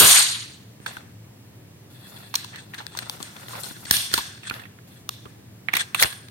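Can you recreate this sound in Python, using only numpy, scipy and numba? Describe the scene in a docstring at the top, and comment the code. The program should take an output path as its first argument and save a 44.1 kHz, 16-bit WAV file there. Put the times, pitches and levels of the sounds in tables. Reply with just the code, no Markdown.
"""The slam of a shotgun slide dies away in a room, over a low rumble; the gun lies on a bed close to a phone.
A shell is then tapped, slid and thumbed into the magazine, and the slide is eased back with a rough whine.
Contacts are short noise chatters that ring hollow and small parts, receiver, steel and room.
Rubbing and faint hiss are stick-slip ticks through broad resonances; the rumble is shaped noise.
Gain control, clipping and band limits shape the sum."""
import sys
import numpy as np
from scipy import signal
from scipy.fft import rfft, irfft
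from scipy.io import wavfile
from scipy.ndimage import uniform_filter1d
from numba import njit

SR = 44100
rng = np.random.default_rng(int(sys.argv[2]) if len(sys.argv) > 2 else 0)


def to_wav(s):
    """Save 16-bit WAV."""
    ch = np.atleast_2d(s).T  # columns
    pcm = np.round(np.clip(ch, -1, 1) * 32767)  # PCM
    wavfile.write(sys.argv[1], SR, pcm.astype(np.int16))


N = 277830
LEAD = SR // 10  # samples computed ahead of the start, so that earlier echoes are heard

# Room rumble and hiss, relative: (frequency [Hz], spectral level [dB per Hz])
HUM_SPECTRUM = [(25, -42.5), (45, -30), (74, -16), (113, 2), (148, -7), (200, -7), (235, -12.5),
                (307, -13.5), (333, -14), (437, -18), (1510, -30), (1730, -27.5), (4570, -32.5),
                (12100, -36.5), (15800, -33.5)]
# Left-right correlation of the rumble: (frequency [Hz], correlation [-1..1])
HUM_CORRELATION = [(60, 0.93), (130, 1), (290, 0.94), (640, -0.036), (1410, 0.31), (3100, -0.38),
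                   (6820, -0.59), (15000, 0.18)]
HUM_RMS_DB = -46.5  # ahead of the gain control

# Decay of the room: (frequency [Hz], time to fall 60 dB [s])
ROOM_T60 = [(60, 0.56), (200, 0.5), (500, 0.43), (1500, 0.64), (4000, 0.67), (8000, 0.53), (15000, 0.25)]
# Left-right correlation of the echoes: (frequency [Hz], correlation [-1..1])
ROOM_CORRELATION = [(100, .6), (300, 0.21), (1400, -0.12), (5000, 0.14), (8500, 0.63), (11500, 0.74),
                    (15000, 0.505)]
ROOM_GAP_S, ROOM_FILL_S = .007, .011  # way to the first wall and back, time for the echoes to thicken
ECHO_WAVER_DB = 2.4  # random level wavering of the echoes, separate in each band

# Stock, action and bed shaking: (frequency [Hz], width of each of two passes [Hz], level [dB])
THUMP_MODES = [(90, 20, -12), (160, 270, -4.5), (395, 410, -5), (1230, 1200, -2.5), (2727, 2000, -4.5)]
THUMP_RMS_DB, THUMP_T60_S = 13, 0.18  # rms ahead of its band-pass and fade

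# One curve per stretch of rubbing or faint hiss:
#   (time [s], cloth and hand level [dB], plastic level [dB], treble level [dB])
RUB_CURVES = [
    [(0.862, -34.5, -47, -70), (0.94, -52, -58, -44), (0.99, -49, -56.5, -59), (1.08, -75, -92, -79)],
    [(1.9, -60.5, -67, -57), (2.2, -50, -58.5, -49), (2.336, -59, -58.5, -55), (2.43, -62, -73, -69),
     (2.6, -53, -58, -72), (2.7, -57, -76, -61), (2.9, -55, -60, -58), (2.99, -42.5, -59, -97),
     (3.1, -47, -54.5, -44), (3.28, -54.5, -93, -54), (3.45, -47.5, -67, -51), (3.55, -39, -54.5, -42),
     (3.62, -42.5, -56, -40.5), (3.71, -42.5, -53, -40.5), (3.74, -63, -68, -53.5), (3.86, -45.5, -63, -46)],
    [(4.41, -63, -76, -77), (4.44, -64, -53.5, -64), (4.55, -41, -53.5, -43.5), (4.65, -52.5, -71, -59),
     (4.72, -92, -89, -80)],
    [(4.87, -64, -72, -60), (4.92, -71, -66, -56), (5.02, -69, -72, -60)],
    [(5.72, -52, -62, -50), (5.784, -40, -39.5, -55), (5.86, -59, -54, -68)],
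    [(5.95, -33, -46, -68), (5.99, -62, -48, -78.5), (5.999, -53, -31, -25), (6.022, -21.5, -34.5, -17.5),
     (6.05, -30.5, -38, -48), (6.12, -57, -52, -64)],
]
# Cloth body: (frequency [Hz], width of each of two passes [Hz], level [dB])
CLOTH_MODES = [(844, 1770, 14), (1370, 380, 12.5)]
# Plastic body: (frequency [Hz], width of each of two passes [Hz], level [dB])
PLASTIC_MODES = [(2540, 1100, 11.5), (3330, 1700, 4.5)]
RUB_PAN_DB = 1.5  # left minus right

# Slide running along its bars: (time [s], pitch [Hz], level [dB])
WHINE_CURVE = [(5.955, 3246, -46), (5.991, 3870, -49), (5.996, 3020, -34), (6.015, 3930, -21),
               (6.03, 4460, -28), (6.04, 4700, -60)]

# Barrel, tube and action bars: (frequency [Hz], level [dB])
STEEL_MODES = [(5739, -9), (6800, -8), (6878, -8), (8055, -3), (8465, -3), (8602, 1), (8856, 0), (8945, -1),
               (9370, -2), (9655, -2), (9819, -4), (10008, -5), (10607, -3), (10771, -3), (11300, -5),
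               (11750, -1), (11891, -5), (12420, -5), (13640, -4), (14350, -6), (15302, -2)]
STEEL_T60_S = .1
# Broad rings of the receiver: (frequency [Hz], width [Hz], level [dB])
RECEIVER_MODES = [(1700, 310, -3), (2720, 100, -8.5), (3485, 250, -4.5), (4210, 340, -5),
                  (5470, 200, -11.5), (6070, 720, -12.5), (6490, 340, -17.5), (8700, 940, -1),
                  (9700, 130, -7.5), (12070, 260, -12.5), (13400, 400, -14)]
RECEIVER_NEAR_DB, RECEIVER_ECHO_DB, RECEIVER_RUB_DB = 2.755, 3.5, 8.5  # share of contacts, echoes, rubbing
RECEIVER_PITCH_SPREAD, RECEIVER_SPREAD_DB = .025, 3  # from blow to blow; pitch as a fraction

# Slide hitting home, relative: (frequency [Hz], spectral level [dB per Hz])
SLAM_SPECTRUM = [(180, -44), (300, -24), (622, -16), (942, -13), (2700, -12), (3400, -9.5), (4300, -6),
                 (5300, -13.5), (6600, -8), (7500, -9), (9000, -7.5), (10100, -11), (11800, -5),
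                 (15800, -11)]
SLAM_S, SLAM_DB, SLAM_RING_DB = -0.035, 12, -35.5  # just before the start

# Contacts in order of time, sharp clicks and slow scuffs mixed: (time [s], strength [dB],
#   left minus right [dB], pitch of the hollow part [Hz], brightness [dB], thud level [dB],
#   time to fall 60 dB [s], room send [dB])
CONTACTS = [(0.001, 5, 0, 2540, 14.5, -15.5, 0.04, -54), (0.801, -41, -6, 1710, -6.5, 5, 0.019, -12),
            (0.861, -17, -4, 1580, -5.5, -21, 0.041, -24), (0.968, -24, -2, 1490, -8, -12, 0.014, -35),
            (2.34, -18.5, -5.5, 985, 0.5, -34, 0.043, -21.5),
            (2.354, -19, 0.5, 2340, 17, -19, 0.019, -38.5), (2.445, -28, 2, 1020, 7.5, -35, 0.013, -55),
            (2.527, -29, -1, 1780, -7, -28, 0.33, -52), (2.558, -30, 1, 1744, 5, -34, 0.028, -52),
            (2.736, -28, 3, 1860, -6, -50, 0.03, -18), (2.743, -26, 0.5, 1740, 2, -39, 0.042, -33),
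            (2.779, -28, 4, 1620, 1.5, -12, 0.15, -53), (2.801, -24.5, -4.5, 850, -18, -19.5, 0.073, -50),
            (2.867, -31, 15, 1670, 10.5, -29, 0.0024, -48), (2.95, -26, 0, 915, -6, -17, 0.019, -19.5),
            (2.973, -26.5, 3, 1520, 12, -17, 0.024, -31), (2.989, -18, 3.5, 1630, 6.5, -22, 0.015, -60),
            (3.021, -29, 4, 1560, 1.5, -11, 0.093, -49), (3.028, -33.5, 6, 1700, 6, -6, 0.012, -43),
            (3.097, -22, 0.5, 885, 12.5, -19, 0.01, -37.5), (3.203, -30.5, 8, 1090, -1, -4, 0.028, -14),
            (3.228, -44.5, 6, 1380, 30.5, 7.5, 0.014, -34), (3.365, -31.5, 4, 1500, 1, -10, 0.022, -18.5),
            (3.484, -32, 6, 1690, 4, -8, 0.0083, -15), (3.533, -27.5, -3, 1140, -15, -13, 0.013, -25),
            (3.553, -26.5, -6, 950, -16, -5, 0.011, -42), (3.58, -33, -11, 1150, -12, -17, 0.015, -40),
            (3.633, -59.5, 14, 1410, 36.5, 11, 0.077, -22), (3.657, -42, 5, 1520, 14, 0, 0.015, -39),
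            (3.709, -33, 3, 1490, -10, 0.5, 0.0098, -19), (3.764, -37, -1, 1450, 3, -3, 0.051, -34),
            (3.853, -32, 4, 2040, 7, -3, 0.036, -15.5), (3.867, -33, -7, 1570, -21, -9, 0.047, -6.5),
            (3.9, -31, 4, 1990, 8.5, -11, 0.013, -6.5), (3.91, -4.5, 1, 1660, 9, -15.5, 0.014, -26.5),
            (3.938, -16.5, 1, 1710, 4, -13.5, 0.048, -24), (3.967, -30.5, 2, 1240, 24, 4.5, 0.018, -26),
            (4.115, -26.5, 2, 1800, 3, -7, 0.016, -5.5), (4.139, -10.5, -4.5, 1390, 9, -10.5, 0.017, -32),
            (4.177, -13.5, 1, 1000, 5, -10.5, 0.048, -56), (4.377, -38, -7, 1610, -4, -27, 0.016, -25.5),
            (4.432, -30, 0, 2520, -7, -26, 0.037, -32), (4.441, -37, -2, 1900, -10, -35, 0.018, -15),
            (4.452, -31.5, -8, 2010, -8, -22, 0.025, -35), (4.469, -36, -13, 1700, -13, -37, 0.018, -21),
            (4.498, -17, -3, 2500, -0.5, -27, 0.025, -52), (4.509, -15, -4, 1460, -26, -15.5, 0.036, -28.5),
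            (4.54, -27.5, 0, 1690, 3, -11, 0.014, -43), (4.595, -30.5, -9, 1730, -6, -15, .035, -49),
            (4.617, -38, -6, 1800, -5, -20, .025, -43), (4.635, -36, -9, 2650, -10, -27, 0.037, -39),
            (4.653, -39, -16, 1890, -12, -20, 0.033, -43), (4.787, -44.5, -19, 1590, -17, -27, 0.022, -36),
            (5.0911, -17.5, -0.5, 1190, 7.5, -25, 0.0094, -35.5),
            (5.254, -34, -5, 1220, -5, 4.5, 0.044, -22.5), (5.6852, -8.5, -6, 1930, -28, -38, 0.0227, -34),
            (5.696, -31, -9, 2150, -11, -34, 0.025, -40), (5.732, -13, -9.5, 1940, -4, -21, 0.067, -25),
            (5.737, -3.5, 3.5, 2160, -10.5, -26, 0.01, -45), (5.751, -14, -5, 1900, 2.5, -17.5, 0.028, -32),
            (5.759, -21, 13, 1930, -8, -23, 0.024, -44), (5.767, -10, -0.5, 2090, 1.5, -40, 0.03, -59),
            (5.78, -27, -8, 2000, -9, -30, 0.034, -50), (5.794, -20, -7, 1960, 0, -30, 0.038, -55),
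            (5.805, -20, 0, 1850, 0.5, -15, 0.042, -54), (5.946, -6, -7.5, 2710, -5.5, -44, 0.016, -30.5),
            (5.948, -14.5, 1.5, 1175, 0, -45, 0.015, -43), (5.96, -25, -4, 2700, -12.5, -22, 0.018, -39),
            (5.99, -27, -7, 1970, -14, -22.5, 0.04, -40), (5.9961, -25, -5, 1940, 7.5, -28, 0.03, -19.5),
            (6.025, 1.5, 1, 2050, 0, -42, 0.022, -39.5), (6.032, -12, 0, 1900, 11, -29, 0.025, -68),
            (6.034, -14, -8, 1920, -17, -18, 0.026, -30), (6.045, -15.5, 10, 1550, -10, -8.5, 0.013, -52),
            (6.056, -17, -5, 2920, -26, -23, 0.051, -38), (6.126, -30, -10, 1660, 5, -33, 0.025, -53),
            (6.285, -33.5, 3, 1690, 3, -21, 0.009, -33)]
# Sent to the walls by hollow parts, small parts and snaps: (low edge [Hz], high edge [Hz], level [dB])
RADIATED_BANDS = [(685.3, 3010, -2), (2450, 9110, -1.5), (6420, 14500, -2.5)]
BUILD_UP = 0.042  # time to seat, as a share of the dying time
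SEAT_BLOW = 6.2  # one hard blow as the parts seat, against the chatter around it
PORT_LAG_SAMPLES = 9  # the right port hears a contact later
HOLLOW_WIDTH_HZ, THUD_LOW_HZ = 200, 60
SMALL_HZ, BRIGHT_DB_PER_OCTAVE = 3650, 29.5  # small parts; brighter contacts ring smaller ones
SMALL_DB, SNAP_DB = -1.5, 1.5  # above the brightness; snap of a 0 dB contact
SOFT_DB, SOFT_S = -5, 0.03  # snap lost each time the dying time doubles beyond this
HARD = 0.31  # dB of snap gained per dB of strength
ROOM_BRIGHT = 1  # share of the part levels that the echo keeps

LOW_CUT_HZ, TOP_HZ = 45, 15900


def undb(db):
    """Decibels to gain."""
    return 10 ** (np.asarray(db) / 20)


def read(table, hz):
    """Value of a (frequency, value) table on a log-frequency axis."""
    table = np.array(table)
    return np.interp(np.log(hz + 1), np.log(table[:, 0]), table[:, 1])


def level(x, db):
    """Set the rms level."""
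    return x * undb(db) / np.sqrt(np.mean(x ** 2))


def band(x, hz, width_hz):
    """Two-pole resonance, gain 1 at the centre."""
    return signal.lfilter(*signal.iirpeak(min(hz, .45 * SR), hz / width_hz, SR), x)


def body(x, modes):
    """Sum of resonances, each passed twice."""
    return sum(undb(db) * band(band(x, hz, width_hz), hz, width_hz) for hz, width_hz, db in modes)


def steep(x, lo_hz, hi_hz):
    """Band-pass with steep sides."""
    return signal.sosfilt(signal.butter(3, [lo_hz, hi_hz], "bandpass", fs=SR, output="sos"), x)


def walk(rate_hz, size=N):
    """Random levels held for 1 / rate and smoothed twice; spread near 1."""
    k = int(SR / rate_hz)
    held = np.repeat(rng.standard_normal(size // k + 1), k)
    return 1.3 * uniform_filter1d(uniform_filter1d(held, k), k)[:size]


def diffuse(size, correlation_table):
    """Spectra of left and right noise of given correlation, and their frequencies."""
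    hz = np.fft.rfftfreq(size, 1 / SR)
    correlation = np.clip(read(correlation_table, hz), -.95, .95)
    gains = np.sqrt([(1 + correlation) / 2, (1 - correlation) / 2])
    mid, side = rfft(rng.standard_normal((2, size))) * gains
    return np.array([mid + side, mid - side]), hz


def octaves(hz, step):
    """Centres and overlapping triangular masks, step octaves apart."""
    for centre_hz in 25 * 2 ** np.arange(0, 10, step):
        yield centre_hz, np.clip(1 - abs(np.log2((hz + 1) / centre_hz)) / step, 0, 1)


def pan(db):
    """Left and right gains for a level difference."""
    return undb([[db / 2], [-db / 2]])


def hum():
    """Room rumble and hiss: shaped noise, each octave wavering a little on its own."""
    noise, hz = diffuse(N, HUM_CORRELATION)
    noise = noise * undb(read(HUM_SPECTRUM, hz))
    out = sum(irfft(noise * mask, N) * undb(0.5 * walk(22.0)) for _, mask in octaves(hz, 1.0))
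    return level(out, HUM_RMS_DB)


def room(send):
    """Echoes arrive after a gap, thicken, and fade band by band with a wavering level."""
    t = np.arange(SR) / SR
    noise, hz = diffuse(SR, ROOM_CORRELATION)
    echo = np.zeros((2, SR))
    for centre_hz, mask in octaves(hz, .5):
        fade_db = -60 * t / read(ROOM_T60, centre_hz)
        echo += irfft(noise * mask, SR) * undb(fade_db + ECHO_WAVER_DB * walk(130, size=SR))
    echo *= 1 - np.exp(-np.clip(t - ROOM_GAP_S, 0, 1) / ROOM_FILL_S)
    return signal.fftconvolve(send[None], echo, axes=1)[:, :len(send)]


def thump():
    """Shaking of stock, action and bed after the slam: resonant noise that dies before the room does."""
    t = np.arange(N) / SR
    shake = rng.standard_normal(N) + 1.5 * rng.standard_normal((2, N))
    shake = steep(level(body(shake, THUMP_MODES), THUMP_RMS_DB), 70, 9000)
    onset = 1 - np.exp(-t / 0.013)
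    return shake * pan(3) * onset * undb(np.maximum(-60 * t / THUMP_T60_S, -200))


def receiver(x):
    """Whatever touches the gun rings its receiver, a little differently each time."""
    chance = rng.standard_normal((len(RECEIVER_MODES), 2)) * [RECEIVER_PITCH_SPREAD, RECEIVER_SPREAD_DB]
    return sum(undb(db + extra_db) * band(x, hz * (1 + shift), width_hz)
               for (hz, width_hz, db), (shift, extra_db) in zip(RECEIVER_MODES, chance))


def rubs():
    """Rubbing and faint hiss: dense stick-slip ticks of uneven size through plastic and cloth."""
    t = np.arange(N) / SR
    tick_gain = undb(np.minimum(3.5 * rng.exponential(size=N), 9))
    sparse = rng.random(N) < .015
    ticks = steep(rng.standard_normal((2, N)) * (.45 + tick_gain * sparse), 350, 16500)
    cloth, plastic = (level(body(ticks, modes), 0) * undb(3.0 * walk(140) + .7 * walk(18))
                      for modes in (CLOTH_MODES, PLASTIC_MODES))
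    rings = level(receiver(steep(ticks, 1200, 7000)), RECEIVER_RUB_DB)
    plastic = plastic + rings * undb(5.0 * walk(55))
    treble = level(steep(ticks, 5000, 14400), 0) * undb(2.2 * walk(70))
    out = np.zeros((2, N))
    for curve in RUB_CURVES:
        s, *levels_db = np.transpose(curve)
        fade = np.clip(np.minimum(t - s[0], s[-1] - t) / 0.0044, 0, 1)
        layers = zip(levels_db, (cloth, plastic, treble))
        out += fade * sum(undb(np.interp(t, s, db)) * layer for db, layer in layers)
    return out * pan(RUB_PAN_DB)


def whine():
    """Slide along its bars: a narrow band of noise around a moving pitch."""
    s, hz, db = np.transpose(WHINE_CURVE)
    t = np.arange(N) / SR
    rough = uniform_filter1d(rng.standard_normal((2, N)), size=90) * np.sqrt(90)
    phase = 2 * np.pi * np.cumsum(np.interp(t, s, hz)) / SR
    return rough * np.sin(phase) * undb(np.interp(t, s, db, left=-200, right=-200))


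def steel(blows):
    """Blows ring barrel, tube and bars: decaying sines of random phase."""
    t = np.arange(SR // 4) / SR
    phases = 2 * np.pi * rng.random(len(STEEL_MODES))
    ring = sum(undb(db) * np.sin(2 * np.pi * hz * t + phase)
               for (hz, db), phase in zip(STEEL_MODES, phases))
    return signal.fftconvolve(blows, ring * undb(-60 * t / STEEL_T60_S))[:len(blows)]


def slam():
    """The blow of the slide, as one coloured pulse of unit energy."""
    size = SR // 20
    spectrum = undb(read(SLAM_SPECTRUM, np.fft.rfftfreq(size, 1 / SR)))
    pulse = np.roll(irfft(spectrum, size), size // 2)
    out, i = np.zeros(LEAD + N), max(LEAD + int(SLAM_S * SR) - size // 2, 0)
    out[i:i + size] = pulse / np.sqrt(np.sum(pulse ** 2))
    return out


def chatter(t, t60_s):
    """Parts touch in random bursts that grow until they seat with a blow, then die."""
    common, own = rng.standard_normal(len(t)), rng.standard_normal((2, len(t)))
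    grit = undb(3.2 * np.repeat(rng.standard_normal(len(t) // 60 + 1), 60)[:len(t)])
    rise_s = BUILD_UP * t60_s
    dying = undb(-60 * (abs(t - rise_s) / t60_s) ** 1.08)
    shape = np.where(t < rise_s, (t / rise_s) ** 0.43, dying)
    out = (common + 2.2 * own) * shape * grit
    out[:, int(rise_s * SR)] += SEAT_BLOW
    out[1] = np.roll(out[1], PORT_LAG_SAMPLES)
    return out


def contacts():
    """Chatter rings the parts it hits; returns direct sound and the broad blows sent to the room."""
    size = SR // 12
    t = np.arange(size) / SR
    near, send = np.zeros((2, LEAD + N + size)), np.zeros(LEAD + N + size)
    impulse = 1. * (t == 0)
    radiated = np.array([undb(db) * steep(impulse, lo_hz, hi_hz) for lo_hz, hi_hz, db in RADIATED_BANDS])
    for s, db, pan_db, hollow_hz, bright_db, thud_db, t60_s, wet_db in CONTACTS:
        t60_s = max(t60_s, .003)
        touch = chatter(t, t60_s)
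        small_db, snap_db = SMALL_DB + bright_db, SNAP_DB + bright_db
        snap_db += SOFT_DB * max(np.log2(t60_s / SOFT_S), 0) + HARD * db  # slow contacts are soft
        small_hz = SMALL_HZ * 2 ** (max(bright_db, 0) / BRIGHT_DB_PER_OCTAVE)

        blow = undb(db + wet_db + ROOM_BRIGHT * np.array([0, small_db, snap_db])) @ radiated
        rings = receiver(np.vstack([touch, blow]))  # left, right, room
        hollow = steep(band(touch, hollow_hz, HOLLOW_WIDTH_HZ) + 0.17 * touch, 780, 2900)
        small = steep(band(touch, small_hz, small_hz * 0.22), 2500, 11200)
        small = small + undb(RECEIVER_NEAR_DB) * steep(rings[:2], 3100, 7000)
        thud = steep(touch, THUD_LOW_HZ, 370)
        snap = steep(touch, 6260, 20200)
        parts = [(hollow, 0), (small, small_db), (thud, thud_db), (snap, snap_db)]
        hit = sum(undb(db + part_db) * part / abs(part).max() for part, part_db in parts)

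        i = LEAD + int((s - .0005) * SR)
        near[:, i:i + size] += hit * pan(pan_db)
        send[i:i + size] += blow + undb(RECEIVER_ECHO_DB) * rings[2]
    return near[:, :LEAD + N], send[:LEAD + N]


def scene():
    """Contacts, their echo with the ring of the steel in it, slam, whine, rubbing and rumble."""
    near, send = contacts()
    send, blow = undb(11.0) * send, undb(SLAM_DB) * slam()
    ring = steel(undb(-38.5) * send + undb(SLAM_RING_DB) * blow)
    struck = (near + room(send + blow + ring))[:, LEAD:]
    return hum() + thump() + rubs() + whine() + struck


@njit
def follow(size, attack, release):
    """Level follower, quick up and slower down."""
    e, out = size[0] / 2, np.empty(len(size))
    for i in range(len(size)):
        e += (size[i] - e) * (attack if size[i] > e else release)
        out[i] = e
    return out


def record(dry):
    """Gain control holds loud passages down, what gets past it clips, and bottom and top are cut."""
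    size = np.sqrt(uniform_filter1d(np.mean(dry ** 2, axis=0), size=64) + 1e-12)
    envelope = follow(size, 1 / (.003 * SR), 1 / (.018 * SR))  # time constants 3 and 18 ms
    held = dry * np.minimum(1, undb(-8.6) / envelope) ** .88
    clipped = np.clip(held, -1, 1)
    thin = signal.lfilter(*signal.butter(2, LOW_CUT_HZ, "high", fs=SR), clipped)
    return signal.sosfilt(signal.ellip(8, .2, 55, TOP_HZ, fs=SR, output="sos"), thin)


dry = scene()
out = record(dry)
to_wav(out)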